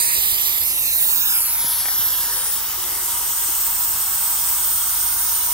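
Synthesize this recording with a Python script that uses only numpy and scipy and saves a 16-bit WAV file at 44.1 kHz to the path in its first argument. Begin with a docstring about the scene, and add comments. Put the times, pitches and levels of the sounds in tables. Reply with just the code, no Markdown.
"""Beside a miniature railway, a steam locomotive rolls close past and halts a little way off.
Its safety valve blows all the while: the hiss reaches two microphone ports with a lag and a colour
that follow its bearing, and phases against ground and boiler. The blower hums in the chimney, the
wheels scrape and click over a rail joint, a few soft thuds sound, and an engine idles far away."""
import sys
import numpy as np
from scipy import signal
from scipy.fft import rfft, irfft, next_fast_len
from scipy.io import wavfile
from scipy.ndimage import uniform_filter1d, map_coordinates

SR = 44100
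rng = np.random.default_rng(int(sys.argv[2]) if len(sys.argv) > 2 else 0)


def bounce(signal):
    """Save signal as a 16-bit WAV file at the path given by the first command-line argument."""
    frames = np.transpose(np.atleast_2d(signal))
    limited = np.clip(frames, -1, 1)
    pcm = np.round(limited * 32767).astype(np.int16)
    wavfile.write(sys.argv[1], SR, pcm)


N = 243873
FRAME = 512  # samples per short-time spectrum


def amp(db):
    """Decibels to gain."""
    return 10 ** (np.asarray(db) / 20)


def unit(x):
    """Scaled to rms 1."""
    return x / np.sqrt(np.mean(x ** 2) + 1e-20)


def ramp(t, start_s, length_s):
    """Rises from 0 to 1 over length_s."""
    return np.clip((t - start_s) / length_s, 0, 1)


def swell(x, peak, half):
    """A smooth rise and fall of height 1, over time or frequency."""
    return np.exp(-((x - peak) / half) ** 2)


def curves(rows, t):
    """Automation lanes: each column after the time, read at the times t."""
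    times, *columns = np.transpose(rows)
    return np.array([np.interp(t, times, column) for column in columns])


def eq_curves(rows, hz):
    """Each column after the frequency, read on a log axis."""
    knots_hz, *columns = np.transpose(rows)
    return np.array([np.interp(np.log(hz + 1), np.log(knots_hz), column) for column in columns])


def wobble(rate, t):
    """A smooth random curve, rate knots a second."""
    return map_coordinates(rng.standard_normal(int(t[-1] * rate) + 4), [t * rate])


def filtered(x, response):
    """x shaped by a gain that depends on frequency."""
    size = next_fast_len(N + SR // 2)
    return irfft(rfft(x, size) * response(np.fft.rfftfreq(size, 1 / SR)), size)[..., :N]


def resonate(x, modes):
    """x through steep-skirted resonances (centre [Hz], width [Hz], level [dB]), scaled to rms 1."""
    def response(hz):
        return sum(amp(db) * abs(hz * width / (centre ** 2 - hz ** 2 + 1j * hz * width)) ** 1.63
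                   for centre, width, db in modes)
    return unit(filtered(x, response))


def grid():
    """Frequencies (a column) and times of the short-time spectra."""
    hop = FRAME // 2
    return np.fft.rfftfreq(FRAME, 1 / SR)[:, None], np.arange(0, N + hop, hop) / SR


def waveform(spectra):
    """Short-time spectra back to samples."""
    return signal.istft(spectra, nperseg=FRAME)[1][..., :N]


def band(hz, centre_hz, width_hz):
    """A round-topped band of power with steep sides and mean 1."""
    bell = np.exp(-.3 * abs((hz - centre_hz) / width_hz) ** 3)
    return bell / (bell.mean(axis=0) + 1e-12)


def patches(bins, frames):
    """A random field of rms 1 over frequency and time, smooth across so many bins and frames."""
    hz, t = grid()
    field = rng.standard_normal((len(hz), len(t)))
    return unit(uniform_filter1d(uniform_filter1d(field, bins, axis=0), frames, axis=1))


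def port_noise(correlation):
    """Short-time spectra of white noise at the two ports; a correlation of 1 is mono."""
    mid, side = signal.stft(rng.standard_normal((2, N)), nperseg=FRAME)[2]
    spread = np.arccos(np.clip(correlation, -1, 1)) / 2
    mid, side = np.cos(spread) * mid, np.sin(spread) * side
    return np.array([mid + side, mid - side])


# bearing of the locomotive: (time [s], treble lag of the left port [ms])
BEARING_LAG = [(.15, 0.26), (.63, 0.25), (.78, 0.176), (1.15, 0.151), (1.35, 0.13), (1.46, 0.084),
               (1.57, 0.048), (1.7, 0), (1.92, -0.049), (2.2, -0.026), (2.38, -0.062), (2.55, -0.033),
               (2.8, -0.035), (3.3, -.02), (3.55, 0), (5.53, 0.024)]
# early on, sound bends round from the far side: (frequency [Hz], extra left phase lag [rad])
FAR_SIDE_PHASE = [(1500, -0.33), (2400, -0.59), (3100, -2.23), (4500, -1), (6000, -0.076), (7000, -0.74),
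                  (8500, -1.1)]


def from_loco(spectra):
    """Pans by delay: the nearer port hears first; long waves bend round the housing and lag more."""
    hz, t = grid()
    lag_ms, = curves(BEARING_LAG, t)
    detour = 1 + .5 / (1 + (hz / 2200) ** 4)
    bend = eq_curves(FAR_SIDE_PHASE, hz)[0] * ramp(-t, -0.99, 0.25)  # gone by 0.99 s
    half_shift = np.exp(-1j * (np.pi * hz * detour * lag_ms / 1000 + bend / 2))
    return waveform(spectra * np.array([half_shift, half_shift.conj()]))


# EQ of the roar from alongside: (frequency [Hz], left gain [dB], right gain [dB])
SIDE_EQ = [(150, -28, -14.5), (694, -13, -8), (1200, -11, -17), (1870, -4.5, 0.5), (2460, -1, -0.5),
           (3320, 1, 2.5), (3720, 3, 3), (4370, 0.5, 0.5), (5200, 4, 2), (6070, -0.5, 0), (7100, 1.5, 2.5),
           (8800, 0, 2), (16000, 2, 9)]
# and from ahead of the boiler: (frequency [Hz], left gain [dB], right gain [dB])
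FRONT_EQ = [(154, -47, -21), (725, -7, -25), (1490, 2, -1.5), (1780, 0, -11.5), (2400, -5.5, -3),
            (3520, -1, 0.5), (4240, -4, -1), (5870, 5, 3.5), (7750, 3.5, -0.5), (10300, -7, -2.5),
            (10500, 6.5, -3), (11900, 2.5, 2.5), (16000, 5, 5)]
# distance of the valve: (time [s], distance [m])
VALVE_DISTANCE = [(0, 0.78), (.45, 0.8), (.8, 1.5), (1.3, 1.03), (2.0, 1.03), (2.8, 1.26), (3.9, 1.124),
                  (5.53, 1.07)]


def jet_roar(hz, t, facing):
    """Power of the jet's broad roar, which changes colour as the locomotive comes to face the ports."""
    roar_db, shade_db_per_ms = -25, 1.5
    lag_ms, = curves(BEARING_LAG, t)
    metres, = curves(VALVE_DISTANCE, t)
    port_db = roar_db + shade_db_per_ms * np.array([-lag_ms, lag_ms])
    colour_db = eq_curves(SIDE_EQ, hz) * (1 - facing) + eq_curves(FRONT_EQ, hz) * facing
    return (amp(port_db[:, None] + colour_db) / metres) ** 2


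# faders of the jet's two bright bands: (time [s], lower level [dB], upper level [dB])
HISS_FADERS = [(0.0, -21, -29.5), (0.2, -26.5, -26), (0.27, -26.5, -24), (0.45, -34, -26.5),
               (0.68, -24.5, -25), (0.87, -27, -24), (1.06, -21.5, -21), (1.3, -22.5, -21.5),
               (1.46, -21.5, -25.5), (1.57, -24.5, -26), (1.7, -22, -28), (1.88, -26.5, -33),
               (2.0, -24.5, -21.5), (2.22, -29.5, -23.5), (2.3, -28, -29), (2.4, -25, -36),
               (2.54, -27, -23), (2.66, -38, -28), (2.8, -32.5, -28), (3.0, -25.5, -27.5), (3.8, -25, -22),
               (4.15, -25, -23.5), (4.55, -23, -22.5), (4.9, -24, -22.5), (5.53, -24.5, -24.5)]
# lower band, left then right: (centre [Hz], width [Hz], glide at full swing [Hz], swing end [s])
LOWER_SWEEP = [(8820, 670, 2740, 2.77), (8870, 860, 3300, 2.43)]
# upper band, wandering as the ports turn: (time [s], left centre [Hz], right centre [Hz], width [Hz])
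UPPER_SWEEP = [(.28, 13700, 13600, 650), (.5, 13500, 12950, 650), (.75, 13500, 12900, 700),
               (1.05, 14400, 14450, 1120), (1.25, 14200, 14200, 1120), (1.65, 15100, 11700, 800),
               (1.95, 14900, 12650, 519), (2.27, 14700, 12600, 500), (2.54, 14400, 15200, 700),
               (3.05, 13800, 13400, 1040), (3.8, 14700, 14100, 1110)]
# lower band trim, left then right: (gain [dB], gain at full swing [dB], gain with lag [dB/ms])
LOWER_TRIM = [(-2.5, 4.5, -4.5), (-0.5, -2.5, 5)]
# upper band trim, left then right: (gain [dB], gain at full swing [dB], gain with lag [dB/ms])
UPPER_TRIM = [(.4, -2.5, -2), (1.4, -0.5, 21.5)]


def jet_hiss(hz, t):
    """Power of the jet's two bright bands; the lower climbs and widens as the locomotive swings past."""
    lag_ms, = curves(BEARING_LAG, t)
    lower_db, upper_db = curves(HISS_FADERS, t)
    *upper_hz, upper_width_hz = curves(UPPER_SWEEP, t)
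    power = []
    for port, (centre_hz, width_hz, glide_hz, end_s) in enumerate(LOWER_SWEEP):
        swing = ramp(t, start_s=-.05, length_s=2.1) * ramp(-t, -end_s, length_s=0.58)
        trim = lambda db, swing_db, db_per_ms: db + swing_db * swing + db_per_ms * lag_ms
        lower = band(hz, centre_hz + glide_hz * swing, width_hz * (1 + 0.7 * swing))
        upper = band(hz, upper_hz[port], upper_width_hz)
        lower_gain = amp(lower_db + trim(*LOWER_TRIM[port]))
        upper_gain = amp(upper_db + trim(*UPPER_TRIM[port]))
        power.append(lower_gain ** 2 * lower + upper_gain ** 2 * upper)
    return np.array(power)


# bright and dark streaks in the hiss:
# (time [s], half length [s], centre [Hz], glide [octaves/s], width [Hz], left [dB], right [dB])
SWEPT_BELLS = [(0.352, 1, 3080, 0.72, 282, 4, 5), (.45, 0.49, 9900, .1, 398, 6, 3.5),
               (.45, .25, 13700, -0.22, 700, -5, -1), (0.7, 0.36, 2360, -0.7, 250, -5, 0.5),
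               (.75, .21, 14300, -.53, 700, 2, 0), (0.893, 0.21, 6730, 0.18, 900, -5, 6.5),
               (1.103, 0.65, 1790, -1.9, 324, 5, 6), (1.2, 0.29, 7500, 0.41, 450, -7, 2),
               (1.2, 0.28, 6160, -0.18, 390, -10, 5), (1.15, .3, 2650, -0.36, 280, 5, 4.5),
               (1.2, 0.15, 14600, -0.45, 1000, 1, 3.5), (1.38, 0.19, 4140, -1.4, 350, -6, -7),
               (1.5, 0.5, 8830, -0.84, 594, -2, -12), (1.65, 0.84, 10500, 0.5, 700, 3.5, 5),
               (1.895, 0.48, 2500, -0.29, 350, -9, -7), (1.85, .4, 14300, .1, 750, -3, -1),
               (2.394, 0.23, 8660, -0.2, 700, 8.5, 0.5), (2.85, 0.27, 12400, 0.28, 600, 3, 3),
               (3.0, .2, 10100, 0, 500, 4, 2), (5.2, 0.65, 7730, 0.04, 350, -6, -9),
               (5.2, 0.38, 9800, -0.091, 450, 2, 5), (5.2, 0.5, 11500, -0.033, 797, -1.5, -1.5)]
# steady narrow dips: (centre [Hz], width [Hz], left gain [dB], right gain [dB])
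NOTCHES = [(7430, 180, -4, -3.5), (9260, 130, -1, -1.5), (16400, 360, -8, -2)]


def streaks(hz, t):
    """Gain in dB: streaks come, slide and go as the ports move past the jet, while the notches stay."""
    total_db = np.zeros((2, len(hz), len(t)))
    for s, half_s, centre_hz, glide, width_hz, *port_db in SWEPT_BELLS:
        sliding_hz = centre_hz * 2 ** (glide * (t - s))
        total_db += np.multiply.outer(port_db, swell(t, s, half_s) * swell(hz, sliding_hz, width_hz))
    for centre_hz, width_hz, *port_db in NOTCHES:
        total_db += np.multiply.outer(port_db, swell(hz, centre_hz, width_hz))
    return total_db


PASS_S, PASS_HALF_S = 1.14, 0.41  # middle and half length of the pass
SCATTER_HZ = 8150  # above this the boiler's fittings scatter the echoes
# echo off the boiler: (time [s], left delay [ms], right delay [ms], left gain [x], right gain [x])
BOILER_BOUNCE = [(0, .61, 0.4, 0.18, 0.12), (.6, .65, 0.58, 0.51, 0.084), (.75, 0.81, 0.95, 0.27, 0.093),
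                 (1.0, 0.77, 0.63, 0.2, .12), (1.2, 0.73, 0.79, 0.36, 0.44), (1.45, 0.89, 0.7, 0.28, 0.73),
                 (1.6, 0.87, .87, .08, 0.22), (1.75, 0.75, 0.43, .04, 0.13), (2.15, 0.72, 0.6, .22, 0.28),
                 (2.7, 0.93, .55, .02, .02)]
# echo off the ballast once the locomotive is further off: (time [s], delay [ms])
BALLAST_DELAY = [(1.6, 2.34), (2.5, 1.5), (3.0, 3.47), (4.5, 2.38), (5.4, 1.75)]


def echoes(hz, t):
    """Bounces off ballast and boiler comb the hiss; the teeth sink as a path grows: a hollow phasing."""
    delayed = lambda ms: np.exp(-2j * np.pi * hz * ms / 1000)
    left_ms, right_ms, left_gain, right_gain = curves(BOILER_BOUNCE, t)
    mirrored = 1 / (1 + (hz / SCATTER_HZ) ** 4)
    boiler = mirrored * np.array([left_gain * delayed(left_ms), right_gain * delayed(right_ms)])
    near_ballast = 0.5 * swell(t, peak=0, half=0.17) * delayed(ms=0.459)
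    far_ballast = 0.19 * ramp(t, PASS_S, PASS_HALF_S) * delayed(curves(BALLAST_DELAY, t)[0])
    return 1 + boiler + near_ballast + far_ballast


def ripple(hz, t):
    """Gain in dB: weak echoes off stones and boiler cut fine ridges that deepen and sink in mid-pass."""
    drift_db, pass_db, sink_hz_per_s = 1.3, 4.5, 1890
    drifting = patches(bins=2, frames=160)
    place = np.broadcast_arrays((hz + sink_hz_per_s * t) * FRAME / SR, np.arange(len(t)))
    sinking = map_coordinates(patches(bins=3, frames=32), place, order=1, mode="mirror")
    sinking /= 1 + (hz / SCATTER_HZ) ** 4
    return drift_db * drifting + pass_db * swell(t, PASS_S, PASS_HALF_S) * sinking


# stereo image of the jet: (frequency [Hz], correlation passing [-1..1], correlation standing [-1..1])
JET_CORRELATION = [(500, 0.51, -0.39), (1470, 1, 0.73), (2470, 0.037, -0.52), (2930, 0.94, 0.99),
                   (4300, 0.87, .3), (6130, 0.84, 0.044), (6440, 0.55, 0.4), (9100, 0.26, 1),
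                   (9700, 0.41, -0.69), (10400, 0.82, -0.24), (12200, 0.49, 0.09), (15500, 0.38, 0.02)]


def safety_valve():
    """A turbulent jet of wet steam sputters: all of it flutters, and eddies brighten patches of it."""
    hz, t = grid()
    facing = ramp(t, start_s=1.14, length_s=1.95)
    power = jet_roar(hz, t, facing) + jet_hiss(hz, t)
    ripple_db = ripple(hz, t)
    flutter_db = .3 * wobble(9, t) + .3 * wobble(45, t)
    eddies_db = (1.66 * (1 - facing) + 0.95 * facing) * patches(bins=14, frames=7)
    gain = np.sqrt(power) * echoes(hz, t) * amp(streaks(hz, t) + ripple_db + flutter_db + eddies_db)
    passing, standing = eq_curves(JET_CORRELATION, hz)
    settled = ramp(t, start_s=2, length_s=0.97)  # the image settles as the locomotive draws up
    return from_loco(gain * port_noise(passing + (standing - passing) * settled))


# draught of the blower, screened for a moment as the boiler passes: (time [s], level [dB])
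DRAUGHT_FADER = [(0, -41.5), (.55, -37.5), (.98, -47), (1.1, -40.5), (1.5, -42), (2.0, -40.5), (3.2, -39),
                 (4.05, -38.5), (4.4, -37.5), (4.8, -39), (5.53, -39)]
# resonances of chimney and smokebox: (centre [Hz], width [Hz], level [dB])
CHIMNEY_MODES = [(354, 115, -9.5), (844, 203, 1), (941, 90, -1.5), (1158, 176, 0.5), (1295, 120, -0.5),
                 (2150, 130, -3.5)]
# chimney whistle, ducked while the boiler screens it: (time [s], level against the draught [dB])
WHISTLE_FADER = [(0, 3), (.35, -21), (1.0, -23), (1.1, -3.5), (1.45, -4.5), (1.72, -1.5), (2.0, -7),
                 (2.23, 0.5), (2.5, -7.5), (2.85, -14), (3.15, -3), (3.55, -8.5), (3.78, -2), (4.05, -15),
                 (4.38, -5), (4.65, -11), (5.0, -1.5), (5.25, -8.5), (5.5, 3)]


def blower():
    """A ring of steam jets blows through the chimney, which sings with a breathy, wandering whistle."""
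    whistle_hz, shade_db_per_ms = 956, 10
    t = np.arange(N) / SR
    draught_db, = curves(DRAUGHT_FADER, t)
    whistle_db, = curves(WHISTLE_FADER, t)
    rush = resonate(from_loco(port_noise(correlation=0.59)), CHIMNEY_MODES)
    phase = 2 * np.pi * np.cumsum(whistle_hz + 4 * wobble(8, t)) / SR
    whistle = unit(wobble(62, t) * np.sin(phase) + wobble(62, t) * np.cos(phase))
    lag_ms, = curves(BEARING_LAG, t)
    port_db = np.outer([-shade_db_per_ms, 0], lag_ms) - .5  # the left port loses it while turned away
    return amp(draught_db + port_db) * (rush + amp(whistle_db) * whistle)


# ring of the scraping wheels: (time [s], pitch [Hz])
WHEEL_RING = [(0, 1700), (.8, 2030), (1.1, 1480), (1.5, 1400), (2.25, 1620), (3.0, 2000)]
# flanges bind on the rail: (time [s], half length [s], scrape level [dB], truck drone level [dB])
FLANGE_RUBS = [(0, 0.089, -41, -57), (0.792, 0.32, -73, -56), (2.364, 0.15, -46, -52),
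               (2.93, 0.16, -50, -48), (3.4, 0.27, -55, -54)]
# body of the riding truck: (centre [Hz], width [Hz], level [dB])
TRUCK_MODES = [(361, 61, -6.5), (547, 130, -14.5)]


def rolling():
    """Wheels scrape along the curve and groan as they slow; the riding truck drones until it stops."""
    stop_s, braking_s = 3.65, 2.74
    hz, frame_t = grid()
    t = np.arange(N) / SR
    speed = 1 - ramp(t, stop_s - braking_s, braking_s)
    scrape_gain, drone_gain = amp(-42) * speed, amp(-60) * speed
    for s, half_s, scrape_db, drone_db in FLANGE_RUBS:
        rub = swell(t, s, half_s)
        scrape_gain += amp(scrape_db) * rub
        drone_gain += amp(drone_db) * rub
    groan_gain = amp(-51) * swell(t, peak=2.29, half=0.4)
    ring = np.sqrt(band(hz, curves(WHEEL_RING, frame_t)[0], width_hz=144))
    scrape = unit(from_loco(ring * port_noise(correlation=0.97)))
    drone = resonate(from_loco(port_noise(correlation=0.99)), TRUCK_MODES)
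    groan = resonate(from_loco(port_noise(correlation=0.82)), [(523, 190, 0)])
    return scrape_gain * scrape + drone_gain * drone + groan_gain * groan


# speed of the distant engine: (time [s], firing rate [Hz])
ENGINE_SPEED = [(1.0, 44.45), (1.37, 44.45), (4.3, 44.9), (5.04, 49.35)]
# partials of its exhaust: (frequency [x firing rate], level [dB])
EXHAUST_PARTIALS = [(1, 7.5), (1.25, -21), (1.5, -19), (1.752, -4.5), (2.001, -5), (2.248, -34), (3, -8.5)]


def distant_engine():
    """A far four-stroke engine throbs, growing louder as it picks up a little speed."""
    reference_hz, reference_db, rev_db_per_hz = 47.4, -49, 0.5
    t = np.arange(N) / SR
    firing_hz, = curves(ENGINE_SPEED, t)
    level_db = reference_db + rev_db_per_hz * (firing_hz - reference_hz)
    phase = 2 * np.pi * np.cumsum(firing_hz * (1 + 0.0051 * wobble(7.2, t))) / SR
    throb = sum(amp(db + 0.74 * wobble(4.3, t)) * np.sin(multiple * phase + rng.uniform(0, 2 * np.pi))
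                for multiple, db in EXHAUST_PARTIALS)
    return amp(level_db) * unit(throb)


# EQ of the outdoor murmur: (frequency [Hz], gain [dB])
MURMUR_EQ = [(20, -29), (45, -3), (80, 6), (120, -4.5), (160, -1.5), (240, -8.5), (400, -8.5), (600, -10.5),
             (1000, -11.5), (3000, -62)]


def outdoor_air():
    """A bed of low, almost mono murmur, while a light breeze stirs each port on its own."""
    noise = waveform(port_noise(correlation=0.95))
    murmur = unit(filtered(noise, lambda hz: amp(eq_curves(MURMUR_EQ, hz))))
    breeze = resonate(rng.standard_normal((2, N)), [(55, 31, 0)])
    return amp(-49) * murmur + amp(-65) * breeze


# soft low thuds:
# (time [s], level before trim [dB], first pitch [Hz], last pitch [Hz], left over right [dB], attack [s])
THUD_CUES = [(0.181, -29.5, 80, 60, 11, .0046), (.323, -29.5, 90, 64, 13, .0042),
             (1.642, -33.5, 880, 95, 21, .0042), (1.992, -31, 350, 95, -2, .0042),
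             (3.489, -33, 380, 330, 3, .0034), (3.954, -38, 200, 100, -10, .0034)]


def thuds():
    """Short dull thuds that drop in pitch, most of them leaning to one port."""
    trim_db, drop_s = -5, 0.003
    out, t = np.zeros((2, N + SR)), np.arange(SR // 8) / SR
    for s, db, first_hz, last_hz, pan_db, attack_s in THUD_CUES:
        envelope = t / attack_s * np.exp(1 - t / attack_s)
        pitch_hz = last_hz + (first_hz - last_hz) * np.exp(-t / drop_s)
        thud = envelope * np.sin(2 * np.pi * np.cumsum(pitch_hz) / SR)
        port_db = db + trim_db + np.array([[pan_db], [-pan_db]]) / 2
        out[:, round(s * SR):][:, :len(t)] += amp(port_db) * thud
    return out[:, :N]


# wheels hit the rail joint: (time [s], peak level [dB])
JOINT_HITS = [(1.8555, -16.5), (1.8845, -18.5)]
# ring of wheel and rail: (frequency [Hz], level [dB], time to fall 60 dB [s])
RAIL_MODES = [(730, -5, .025), (1130, -5, .025), (1530, -7, .03), (1820, -2, .04), (2030, -3, .03),
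              (2290, -3, .03), (3250, -7, .02), (4550, -9, .015)]


def rail_joint():
    """Each wheel drops over the gap with a click and rings the rail briefly."""
    out, t = np.zeros(N + SR), np.arange(SR // 8) / SR
    for s, peak_db in JOINT_HITS:
        ring = np.zeros(len(t))
        for hz, db, t60 in RAIL_MODES:
            envelope = amp(db + rng.normal(0, 2) - 60 * t / t60)
            ring += envelope * np.sin(2 * np.pi * hz * t + rng.uniform(0, 2 * np.pi))
        click = .7 * amp(-60 * t / .006) * rng.standard_normal(len(t))
        clack = ring + click
        out[round(s * SR):][:len(t)] += amp(peak_db) * clack / abs(clack).max()
    return out[:N]


def scene():
    """The stereo mix of the locomotive and its surroundings."""
    return safety_valve() + blower() + rolling() + distant_engine() + outdoor_air() + thuds() + rail_joint()


def record(dry):
    """A brick-wall low-pass takes off the very top of the hiss."""
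    top_hz = 15780
    return filtered(dry, lambda hz: hz < top_hz)


dry = scene()
out = record(dry)
bounce(out)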